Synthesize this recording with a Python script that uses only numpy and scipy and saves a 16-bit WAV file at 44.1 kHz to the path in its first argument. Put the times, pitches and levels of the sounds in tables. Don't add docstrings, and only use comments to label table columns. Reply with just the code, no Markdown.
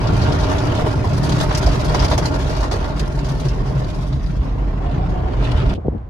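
import sys
import numpy as np
from scipy import signal
from scipy.fft import rfft, irfft, next_fast_len
from scipy.io import wavfile
from scipy.ndimage import uniform_filter1d, map_coordinates

SR = 44100
rng = np.random.default_rng(int(sys.argv[2]) if len(sys.argv) > 2 else 0)


def master(y):
    cut = np.clip(np.atleast_2d(y).T, -1, 1)
    pcm = np.round(cut * 32767)
    wavfile.write(sys.argv[1], SR, pcm.astype(np.int16))


N = 268745
TIME_S = np.arange(N) / SR
SIDES = np.array([[0.5], [-0.5]])

# time_s, panel_ring_db, windshield_flex_db
FRONT_LEVELS = [(0, -4, 1), (0.7, -3, 8), (1.3, -2.5, -4), (2.2, -4, -2), (2.7, -0.5, 1.5),
                (3.2, -5.5, -10.5), (4.1, -9.5, -6), (4.6, -15, 1), (5.7, -6.5, -0.5)]
# freq_hz, density_db
CLOTH_SPECTRUM = [(100, 1), (215, 0.5), (300, -3), (430, -0.5), (530, -5.5), (700, -4), (830, -10),
                  (1080, -8), (1300, -27.5), (2000, -22.5), (5000, -55.5)]
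# freq_hz, density_db
SIZZLE_SPECTRUM = [(1000, -20.5), (2000, -7), (2700, 0.5), (3250, -0.5), (4200, -5.5), (5300, -13.5),
                   (7000, -20.5), (10000, -24.5), (15000, -57)]


def amp(db):
    return 10 ** (np.asarray(db) / 20)


def unit(x):
    return x / np.sqrt(np.mean(x ** 2) + 1e-20)


def bell(x, centre, half_width):
    return np.exp(-((x - centre) / half_width) ** 2)


def swell(age_s, peak_s):
    u = np.maximum(age_s, 0) / peak_s
    return u * np.exp(1 - u)


def along(points, hz):
    freq_hz, values = np.transpose(points)
    return np.interp(np.log(hz + 1), np.log(freq_hz + 1), values)


def curve(rows, column=1):
    columns = np.transpose(rows)
    return np.interp(TIME_S, columns[0], columns[column])


def wobble(rate_hz):
    knots = rng.standard_normal(int(N * rate_hz / SR) + 4)
    return map_coordinates(knots, [TIME_S * rate_hz])


def filtered(x, response):
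    size = next_fast_len(N + SR // 2)
    return irfft(rfft(x, size) * response(np.fft.rfftfreq(size, 1 / SR)), size)[..., :N]


def colour(x, spectrum):
    return filtered(x, lambda hz: unit(amp(along(spectrum, hz))))


def white():
    return rng.standard_normal((2, N))


def patter(rate_hz, spread_db, life_s):
    hits = rng.random(N) < rate_hz / SR
    sizes = amp(spread_db * np.clip(rng.standard_normal(N), -2, 2))
    power = signal.lfilter([1], [1, -np.exp(-2 / (life_s * SR))], hits * sizes ** 2)
    return unit(np.sqrt(power) * white())


def even(x, span_s):
    span = int(span_s * SR)
    power = uniform_filter1d(np.mean(x ** 2, axis=0), span + 1)
    return x / np.sqrt(np.abs(uniform_filter1d(power, span // 2 + 1)) + 1e-12)


def stereo(pair):
    # freq_hz, correlation
    likeness = [(30, 0.99), (60, 1), (130, 0.93), (290, 0.64), (640, 0), (1400, 0), (2500, 0), (4000, 0),
                (8000, 0.34), (15000, 0.032)]

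    def mid_side_gains(hz):
        angle = np.arccos(np.clip(along(likeness, hz), -1, 1)) / 2
        return np.array([np.cos(angle), np.sin(angle)])

    mid, side = filtered(pair, mid_side_gains)
    return np.array([mid + side, mid - side])


def cabin(x, t60_s, wet_db, left_lag_samples=7, size=4096):
    x = np.array([np.pad(x[0], (left_lag_samples, 0))[:N], x[1]])
    t = np.arange(size) / SR
    window = np.sin(np.pi * np.arange(size) / size)
    padded = np.pad(x, ((0, 0), (size, 2 * size)))
    wet = np.zeros_like(padded)
    for i in range(0, N + size, size // 2):
        tail = rng.standard_normal((2, size)) * amp(-60 * t / t60_s)
        tail /= np.linalg.norm(tail, axis=1, keepdims=True)
        wet[:, i:i + 2 * size - 1] += signal.fftconvolve(padded[:, i:i + size] * window, tail, axes=1)
    return (x + amp(wet_db) * wet[:, size:size + N]) / np.hypot(1, amp(wet_db))


def windshield(x):
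    # centre_hz, half_width_hz, lift_db
    modes = [(1805, 56, 0.5), (2880, 39, 3), (4190, 48, -2), (4628, 72, 2.5), (5040, 60, 1), (5480, 35, 3),
             (6150, 44, 2)]
    return filtered(x, lambda hz: amp(sum(db * bell(hz, centre, half) for centre, half, db in modes) - 1))


def microphone_bumps(thud_peak_s=0.0096, cutoff_hz=1600):
    # start_s, knock_db, thud_db, knock_peak_s, thud_hz
    bumps = [(5.745, -26.5, -25, 0.0072, 89), (5.776, -23.5, -27, .0058, 89.5),
             (5.847, -23, -28, 0.0072, 100), (5.859, -36, -18, .005, 145.4),
             (5.8827, -10.5, -17.5, 0.0014, 65), (5.919, -27.5, -22, 0.0089, 95),
             (5.947, -23.5, -21, 0.0068, 79.6)]
    # freq_hz, density_db
    knock_spectrum = [(80, -17), (200, 10.5), (420, 4), (750, -4), (1100, -40), (3000, -65)]
    knock = even(stereo(colour(white(), knock_spectrum)), span_s=0.0103)
    out = np.zeros((2, N))
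    for start_s, knock_db, thud_db, knock_peak_s, thud_hz in bumps:
        age_s = TIME_S - start_s
        out += amp(knock_db) * swell(age_s, knock_peak_s) * knock
        out += amp(thud_db) * swell(age_s, thud_peak_s) * np.sin(2 * np.pi * thud_hz * age_s)
    return filtered(out, lambda hz: 1 / (1 + (hz / cutoff_hz) ** 4))


def parking_lot():
    # time_s, level_db
    levels = [(5.76, -33.5), (5.978, -31), (6.09, -36)]
    # freq_hz, density_db
    spectrum = [(20, -28), (55, 10), (80, -3.5), (140, -4), (200, -16), (550, -21), (1000, -25),
                (2000, -40.5), (3200, -51), (7000, -65.5), (15000, -85)]
    # time_s, peak_db
    ticks = [(5.872, -51), (5.982, -52)]
    tick_gain = sum(amp(db) * bell(TIME_S, s, 0.0007) for s, db in ticks)
    rumble = even(stereo(colour(white(), spectrum)), span_s=0.042)
    return amp(curve(levels) + 4) * rumble + tick_gain * colour(white(), SIZZLE_SPECTRUM)


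def hiss_tail(start_s, level_db=-42, peak_s=0.0071):
    return amp(level_db) * swell(TIME_S - start_s, peak_s) * colour(white(), SIZZLE_SPECTRUM)


def cabin_boom(throb_half_s=0.03):
    # time_s, level_db
    levels = [(0, -24), (0.55, -27), (1.1, -29), (1.7, -21.5), (2.3, -25.5), (3.3, -24), (4.5, -25),
              (5.1, -20), (5.7, -22.5)]
    # time_s, peak_db
    throbs = [(0.18, -28), (0.43, -16), (1.5, -19.5), (1.68, -10), (1.93, -16), (2.04, -11), (2.14, -19),
              (2.35, -19), (2.47, -13), (2.61, -14), (2.81, -20.5), (3.03, -16), (3.19, -20), (3.51, -19),
              (3.62, -17), (3.72, -28), (3.98, -25), (4.08, -25), (4.18, -15), (4.25, -20), (4.4, -13),
              (4.52, -19.5), (4.62, -19), (4.68, -16.5), (4.735, -16.5), (4.88, -20), (5.23, -17.5),
              (5.4, -14.5), (5.57, -17.5), (5.68, -13)]
    # freq_hz, density_db
    spectrum = [(15, -52), (28, -19), (38, -9.5), (47, 5), (56, -7.5), (70, -7.5), (110, -30), (200, -100)]
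    boom = even(stereo(colour(white(), spectrum)), span_s=0.11)
    throb_gain = sum(amp(db) * bell(TIME_S, s, throb_half_s) for s, db in throbs)
    return np.hypot(amp(curve(levels)), throb_gain) * boom


def roof_drumming():
    # time_s, level_db
    levels = [(0, -24), (0.2, -14.5), (0.32, -19.5), (0.88, -20.5), (1.05, -18.5), (1.3, -17), (1.6, -21),
              (2.15, -20.5), (2.65, -25.5), (3.3, -24), (3.72, -23), (3.9, -25.5), (4.2, -24), (4.75, -28),
              (5.05, -21.5), (5.3, -28.5), (5.58, -17.5), (5.74, -25)]
    # freq_hz, density_db
    roof_spectrum = [(60, -44), (100, -20), (122, 6), (150, 1.5), (175, -5.5), (230, -15.5), (400, -18),
                     (900, -99)]
    # freq_hz, density_db
    flex_spectrum = [(45, -30), (62, 1.5), (76, 3.5), (100, 3.5), (120, 3), (180, -23), (400, -82)]
    roof = colour(patter(rate_hz=260, spread_db=-3, life_s=0.011), roof_spectrum)
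    flex = amp(curve(FRONT_LEVELS, column=2)) * colour(white(), flex_spectrum)
    return amp(curve(levels) + 0.32) * even(stereo(roof + flex), span_s=0.15)


def door_drumming():
    # time_s, level_db
    levels = [(0, -33.5), (2.6, -57), (3.2, -43), (4.3, -34.5), (5.0, -33.5), (5.7, -32.5)]
    # freq_hz, density_db
    spectrum = [(140, -10), (190, 5), (225, -12), (265, 0.5), (330, -10), (600, -71)]
    pats = patter(rate_hz=200, spread_db=-2.5, life_s=0.0066)
    return amp(curve(levels)) * stereo(colour(pats, spectrum))


def roof_thuds(peak_s=0.015):
    # start_s, peak_db, pitch_hz
    thuds = [(0.025, -14.5, 113), (1.256, -15.5, 135.3), (3.296, -13.5, 143), (3.449, -18, 135),
             (3.75, -11.5, 132), (3.79, -16.5, 130), (4.115, -22, 140), (4.37, -22.5, 135),
             (4.925, -23, 145), (5.076, -21.5, 144), (5.385, -20, 130)]
    return sum(amp(db) * swell(TIME_S - s, peak_s) * np.sin(2 * np.pi * hz * (TIME_S - s))
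               for s, db, hz in thuds)


def whine(jitter=0.018, rough_db=3, left_lead_rad=1.7):
    # time_s, pitch_hz, level_db, half_length_s
    judders = [(4.814, 750, -33, 0.01), (4.867, 701, -28.5, .022), (4.922, 709, -36, 0.022),
               (4.997, 737, -28, 0.015), (5.04, 758, -29, .013), (5.109, 745, -33, 0.024),
               (5.165, 732, -30.5, 0.02), (5.21, 732, -36, 0.022), (5.262, 752, -27.5, 0.024)]
    drag = sum(amp(db) * bell(TIME_S, s, half_s) for s, _, db, half_s in judders)
    pitch_hz = curve(judders) * (1 + jitter * wobble(220))
    phase = 2 * np.pi * np.cumsum(pitch_hz) / SR
    roughness = amp(rough_db * wobble(130))
    return drag * unit(roughness * np.sin(phase + left_lead_rad * SIDES))


def scrubbing(ring_cutoff_hz=2200):
    # time_s, level_db
    levels = [(0.04, -23.5), (0.45, -24.5), (0.7, -23), (1.37, -26), (1.92, -23), (3.51, -31), (3.65, -28),
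              (4.25, -36), (5.05, -28), (5.68, -27.5)]
    # centre_hz, width_hz, gain_db, left_lead_rad
    modes = [(286.2, 12, 4, 0.78), (383.7, 15, -3, -1.1), (614.5, 22, 1, -1.02), (906, 41, -6.5, -1.05),
             (1409, 45, -9, -1.8)]

    def panel_response(hz):
        response = 0
        for k, (centre_hz, width_hz, gain_db, left_lead_rad) in enumerate(modes):
            resonance = 1j * hz * width_hz / (centre_hz ** 2 - hz ** 2 + 1j * hz * width_hz)
            response += (-1) ** k * amp(gain_db) * np.exp(1j * left_lead_rad * SIDES) * resonance
        return response / (1 + (hz / ring_cutoff_hz) ** 4)

    pats = unit(colour(patter(rate_hz=380, spread_db=3, life_s=0.011), CLOTH_SPECTRUM))
    ring = unit(filtered(patter(rate_hz=300, spread_db=1, life_s=0.0027)[0], panel_response))
    force = amp(curve(levels) + 1.5 + 1.17 * wobble(21.89))
    ring_gain = amp(curve(FRONT_LEVELS) + 0.5 + 2.6 * wobble(14))
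    return force * even(stereo(pats) + ring_gain * ring, span_s=0.034)


def panel_thumps(focus_db=14, focus_octaves=0.39):
    # start_s, peak_db, pitch_hz, peak_s
    thumps = [(0.104, -26, 400, 0.0073), (0.662, -21, 330, .009), (0.782, -21, 730, 0.008),
              (0.861, -21, 960, 0.0051), (0.866, -18, 308, 0.0076), (0.977, -21.5, 342, 0.0051),
              (1.038, -21.5, 900, 0.01), (1.121, -27.5, 600, 0.0039), (1.665, -18, 674, .008),
              (1.944, -23.5, 1010, 0.0077), (2.126, -16.5, 620, 0.0052), (2.181, -16.5, 610, 0.0056),
              (2.738, -19.5, 456, 0.004), (3.451, -25, 398, 0.0075), (3.82, -33.5, 352, 0.0065),
              (5.629, -23, 394, 0.0049)]
    out = np.zeros((2, N))
    t = np.arange(SR // 8) / SR
    hz = np.fft.rfftfreq(len(t), 1 / SR)
    panel = stereo(colour(white(), CLOTH_SPECTRUM) * amp([[0], [-3]]))
    for start_s, peak_db, pitch_hz, peak_s in thumps:
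        at = slice(int(start_s * SR), int(start_s * SR) + len(t))
        focus = amp(focus_db * bell(np.log2(hz + 1), np.log2(pitch_hz), focus_octaves))
        burst = even(irfft(rfft(panel[:, at]) * focus, len(t)), span_s=0.004)
        out[:, at] += amp(peak_db) * swell(t, peak_s) * burst
    return out


def foam_and_droplets():
    # time_s, level_db
    foam_levels = [(0.04, -34.5), (0.51, -33.5), (0.8, -36.5), (1.02, -38), (1.26, -36.5), (1.48, -33.5),
                   (2.09, -33.5), (2.25, -36.5), (4.37, -47), (5.05, -43), (5.24, -45), (5.58, -38),
                   (5.66, -40.5)]
    # freq_hz, density_db
    foam_spectrum = [(500, -0.5), (1100, 9), (1500, 5), (1900, 1), (2450, -2), (3200, -5), (4000, -10),
                     (7000, -21), (15000, -71)]
    # time_s, level_db
    drop_levels = [(0, -39), (0.5, -39.5), (0.75, -42), (1.0, -43), (1.35, -37.5), (2.1, -37), (2.9, -43.5),
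                   (3.4, -43.5), (3.6, -49.5), (4.1, -47), (4.75, -61), (5.3, -60), (5.5, -56)]
    # freq_hz, density_db
    drop_spectrum = [(1000, -48), (2500, -5.5), (3400, 0), (5000, 1.5), (6300, -4), (8000, -12.5),
                     (10500, -12), (12200, -34), (13200, -18.5), (14800, -21), (16000, -36)]
    # time_s, change_db, half_length_s
    gaps = [(0.95, -3, 0.011), (1.472, -7, 0.02), (1.603, -6, 0.0072), (1.96, 3, .009), (2.077, -13, .005),
            (2.166, -7, 0.013), (2.304, -6.5, 0.015), (2.38, -5, 0.016), (2.691, -11, 0.013),
            (2.946, -4.5, 0.026), (3.083, -10, 0.0091), (3.223, -8.5, 0.018), (4.18, -4, 0.013)]
    gap_db = sum(db * bell(TIME_S, s, half_s) for s, db, half_s in gaps)
    flurry = wobble(38)
    foam = colour(patter(rate_hz=2200, spread_db=7.5, life_s=0.0056), foam_spectrum)
    drops = colour(patter(rate_hz=900, spread_db=5.5, life_s=0.0048), drop_spectrum)
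    foam_db = curve(foam_levels) + 5 + 0.78 * gap_db + 0.62 * flurry
    drops_db = curve(drop_levels) + 0.5 + gap_db + 1.3 * flurry
    return amp(foam_db) * foam + amp(drops_db) * drops


def jet(sputter_db=3.5):
    # time_s, level_db
    levels = [(0, -44.5), (0.6, -47), (0.8, -48), (0.95, -52), (3.5, -50), (4.72, -62), (4.85, -52),
              (5.33, -53.5), (5.44, -36.5), (5.55, -45), (5.6, -37), (5.665, -45), (5.74, -41)]
    # time_s, peak_db, half_length_s
    surges = [(0.784, -37, .025), (0.875, -39, .018), (5.517, -30.5, 0.0096), (5.703, -35, 0.013)]
    sputter_gain = amp(curve(levels) + sputter_db * wobble(45))
    surge_gain = sum(amp(db) * bell(TIME_S, s, half_s) for s, db, half_s in surges)
    sizzle = colour(patter(rate_hz=1000, spread_db=4.5, life_s=0.0012), SIZZLE_SPECTRUM)
    return np.hypot(sputter_gain, surge_gain) * sizzle


def slaps(focus_db=6, focus_octaves=0.26, mist_offset_db=23):
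    # start_s, splash_db, clap_db, pitch_hz, mist_db, length_s
    hits = [(0.0695, -23, -29, 4440, -62, 0.014), (0.214, -23.5, -24, 4460, -57, 0.037),
            (0.319, -20.5, -22, 4440, -55, 0.014), (0.35, -31, -37, 4300, -58, 0.022),
            (0.432, -24.5, -26, 4200, -53, .028), (0.509, -26, -18, 2880, -43, 0.04),
            (0.581, -20.5, -34, 3600, -44, 0.013), (0.748, -25, -27, 3250, -46, 0.016),
            (0.791, -31.5, -17, 3420, -43, 0.029), (0.86, -31.5, -36, 3550, -44.5, 0.046),
            (1.176, -25.5, -18.5, 4320, -31, .014), (1.23, -25, -24.5, 4340, -38, 0.039),
            (1.289, -19.5, -23, 3860, -38, 0.023), (1.319, -19.5, -17.5, 4640, -53, 0.013),
            (1.362, -25.5, -22, 5090, -45, 0.016), (1.381, -23.5, -21, 3970, -38.5, 0.023),
            (1.4, -20, -21, 3450, -43, 0.0078), (1.408, -17, -16.5, 3800, -35.5, .014),
            (1.425, -25, -26, 4350, -35, .024), (1.508, -25, -13, 3400, -58, 0.016),
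            (1.524, -33, -29, 4200, -45, 0.022), (1.5472, -13.5, -28, 5130, -36, 0.013),
            (1.572, -17, -27, 4770, -27, 0.018), (1.624, -22.5, -18.5, 4310, -44, 0.015),
            (1.661, -19.5, -25, 4830, -38.5, 0.018), (1.69, -30, -26, 4400, -55, .014),
            (1.843, -24.5, -26, 4900, -39, 0.026), (1.895, -27, -17, 4700, -46, 0.013),
            (1.9447, -15.5, -9.5, 5300, -37, .0115), (1.992, -16, -18.5, 4960, -44, 0.021),
            (2.02, -22, -14, 3600, -43, 0.04), (2.045, -18, -33, 4900, -43, 0.012),
            (2.08, -21, -24, 4220, -44, 0.012), (2.099, -24, -32, 4500, -37, 0.018),
            (2.113, -18.5, -11.5, 4000, -45, 0.022), (2.134, -29, -19, 3800, -47, 0.019),
            (2.1764, -15.5, -15, 6260, -31.5, 0.016), (2.224, -29, -18, 4700, -58, 0.02),
            (2.2536, -16.5, -17.5, 4160, -35, 0.018), (2.339, -24, -20, 3600, -48, 0.017),
            (2.491, -26, -31, 4730, -43, 0.035), (2.548, -28, -35, 4500, -52, 0.011),
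            (2.565, -23.5, -21.5, 4800, -39.5, 0.01), (2.604, -26, -28, 4570, -43, 0.016),
            (2.627, -27.5, -17, 4150, -47, 0.038), (2.711, -21.5, -16.5, 4520, -41.5, 0.044),
            (2.757, -37, -22, 4550, -47, 0.02), (2.841, -28, -20, 3520, -55, 0.018),
            (2.9933, -18.5, -33, 4050, -35.5, 0.014), (3.075, -33, -27, 5200, -44, .009),
            (3.188, -28, -34, 4400, -48.5, 0.012), (3.243, -28, -49, 4720, -49, 0.026),
            (3.286, -29, -31, 4220, -44, 0.026), (3.316, -34, -34, 4800, -46, 0.0088),
            (3.396, -28.5, -35, 4070, -40, 0.02), (3.45, -28.5, -37, 4300, -46, 0.024),
            (3.482, -28, -40, 5400, -51, 0.024), (3.657, -38, -28, 4360, -59, 0.065),
            (3.842, -32.5, -40, 4300, -62, 0.011), (3.9, -32, -42, 3500, -49, 0.015),
            (3.942, -35, -32, 4950, -50, 0.02), (4.125, -32, -29, 4070, -70, 0.016),
            (4.259, -36, -39, 4400, -69, 0.011), (4.84, -45, -26, 2920, -63, 0.022),
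            (5.089, -39.5, -39, 3070, -61, 0.03), (5.514, -30.5, -40, 3120, -53, 0.011),
            (5.736, -28, -29, 3200, -48, 0.008)]
    # freq_hz, density_db
    splash_spectrum = [(700, -1), (1500, 0.5), (2300, 1.5), (3400, 3.5), (5100, 4), (6400, 2), (8000, -9),
                       (10500, -11), (12200, -32), (13200, -19), (14500, -20), (16000, -31)]
    # freq_hz, density_db
    clap_spectrum = [(250, -11), (400, 3), (650, 9.5), (1000, 10.5), (1450, 1.5), (2000, -1.5), (4000, -42)]
    rise_s, splash_gain_db, clap_gain_db = 0.002, -7.5, -6
    fallback_db, fallback_s = -19, 0.022
    splash, clap_power = np.zeros((2, N + SR)), np.zeros(N + SR)
    t = np.arange(SR // 8) / SR
    hz = np.fft.rfftfreq(len(t), 1 / SR)
    droplets = colour(patter(rate_hz=1500, spread_db=-0.5, life_s=0.00061), splash_spectrum)
    mist_band = np.clip(hz / 5000 - 1, 0, 1)
    attack = 1 - np.exp(-t / rise_s)
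    fallback = amp(fallback_db) * np.exp(-t / fallback_s)
    for start_s, splash_db, clap_db, pitch_hz, mist_db, length_s in hits:
        at = slice(int(start_s * SR), int(start_s * SR) + len(t))
        stroke = attack * (bell(t, 0, length_s) + fallback)
        stroke /= stroke.max()
        lift_db = focus_db * bell(np.log2(hz + 1), np.log2(pitch_hz), focus_octaves)
        lift_db += np.clip(mist_db - splash_db + mist_offset_db, -8, 12) * mist_band
        burst = even(irfft(rfft(droplets[:, at]) * amp(lift_db), len(t)), span_s=0.0038)
        splash[:, at] += amp(splash_db) * stroke * burst
        clap_power[at] += (amp(clap_db) * stroke) ** 2
    clap = stereo(colour(np.sqrt(clap_power[:N]) * white(), clap_spectrum))
    splash = cabin(stereo(splash[:, :N]), t60_s=0.012, wet_db=-6)
    return amp(splash_gain_db) * splash + amp(clap_gain_db) * clap


def scene(cut_s=5.742, fade_s=0.0012):
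    # freq_hz, left_minus_right_db
    balance = [(60, -1), (120, -1), (170, 4.5), (280, -3.5), (400, -1), (700, -2.5), (1300, 0.6), (2400, 0),
               (4400, 3.5), (8000, 0), (15000, -0.5)]
    body = cabin_boom() + roof_drumming() + door_drumming() + roof_thuds() + scrubbing() + panel_thumps()
    water = cabin(stereo(foam_and_droplets() + jet()), t60_s=0.049, wet_db=0.2)
    wash = body + windshield(water + slaps())
    inside = filtered(wash, lambda hz: amp(along(balance, hz) * SIDES)) + whine()
    outside = parking_lot() + microphone_bumps()
    fade = (1 + np.tanh((TIME_S - cut_s) / fade_s)) / 2
    return (1 - fade) * inside + fade * outside + hiss_tail(cut_s + 0.003)


def record(dry):
    top_hz = 15700
    return filtered(dry, lambda hz: hz < top_hz)


dry = scene()
out = record(dry)
master(out)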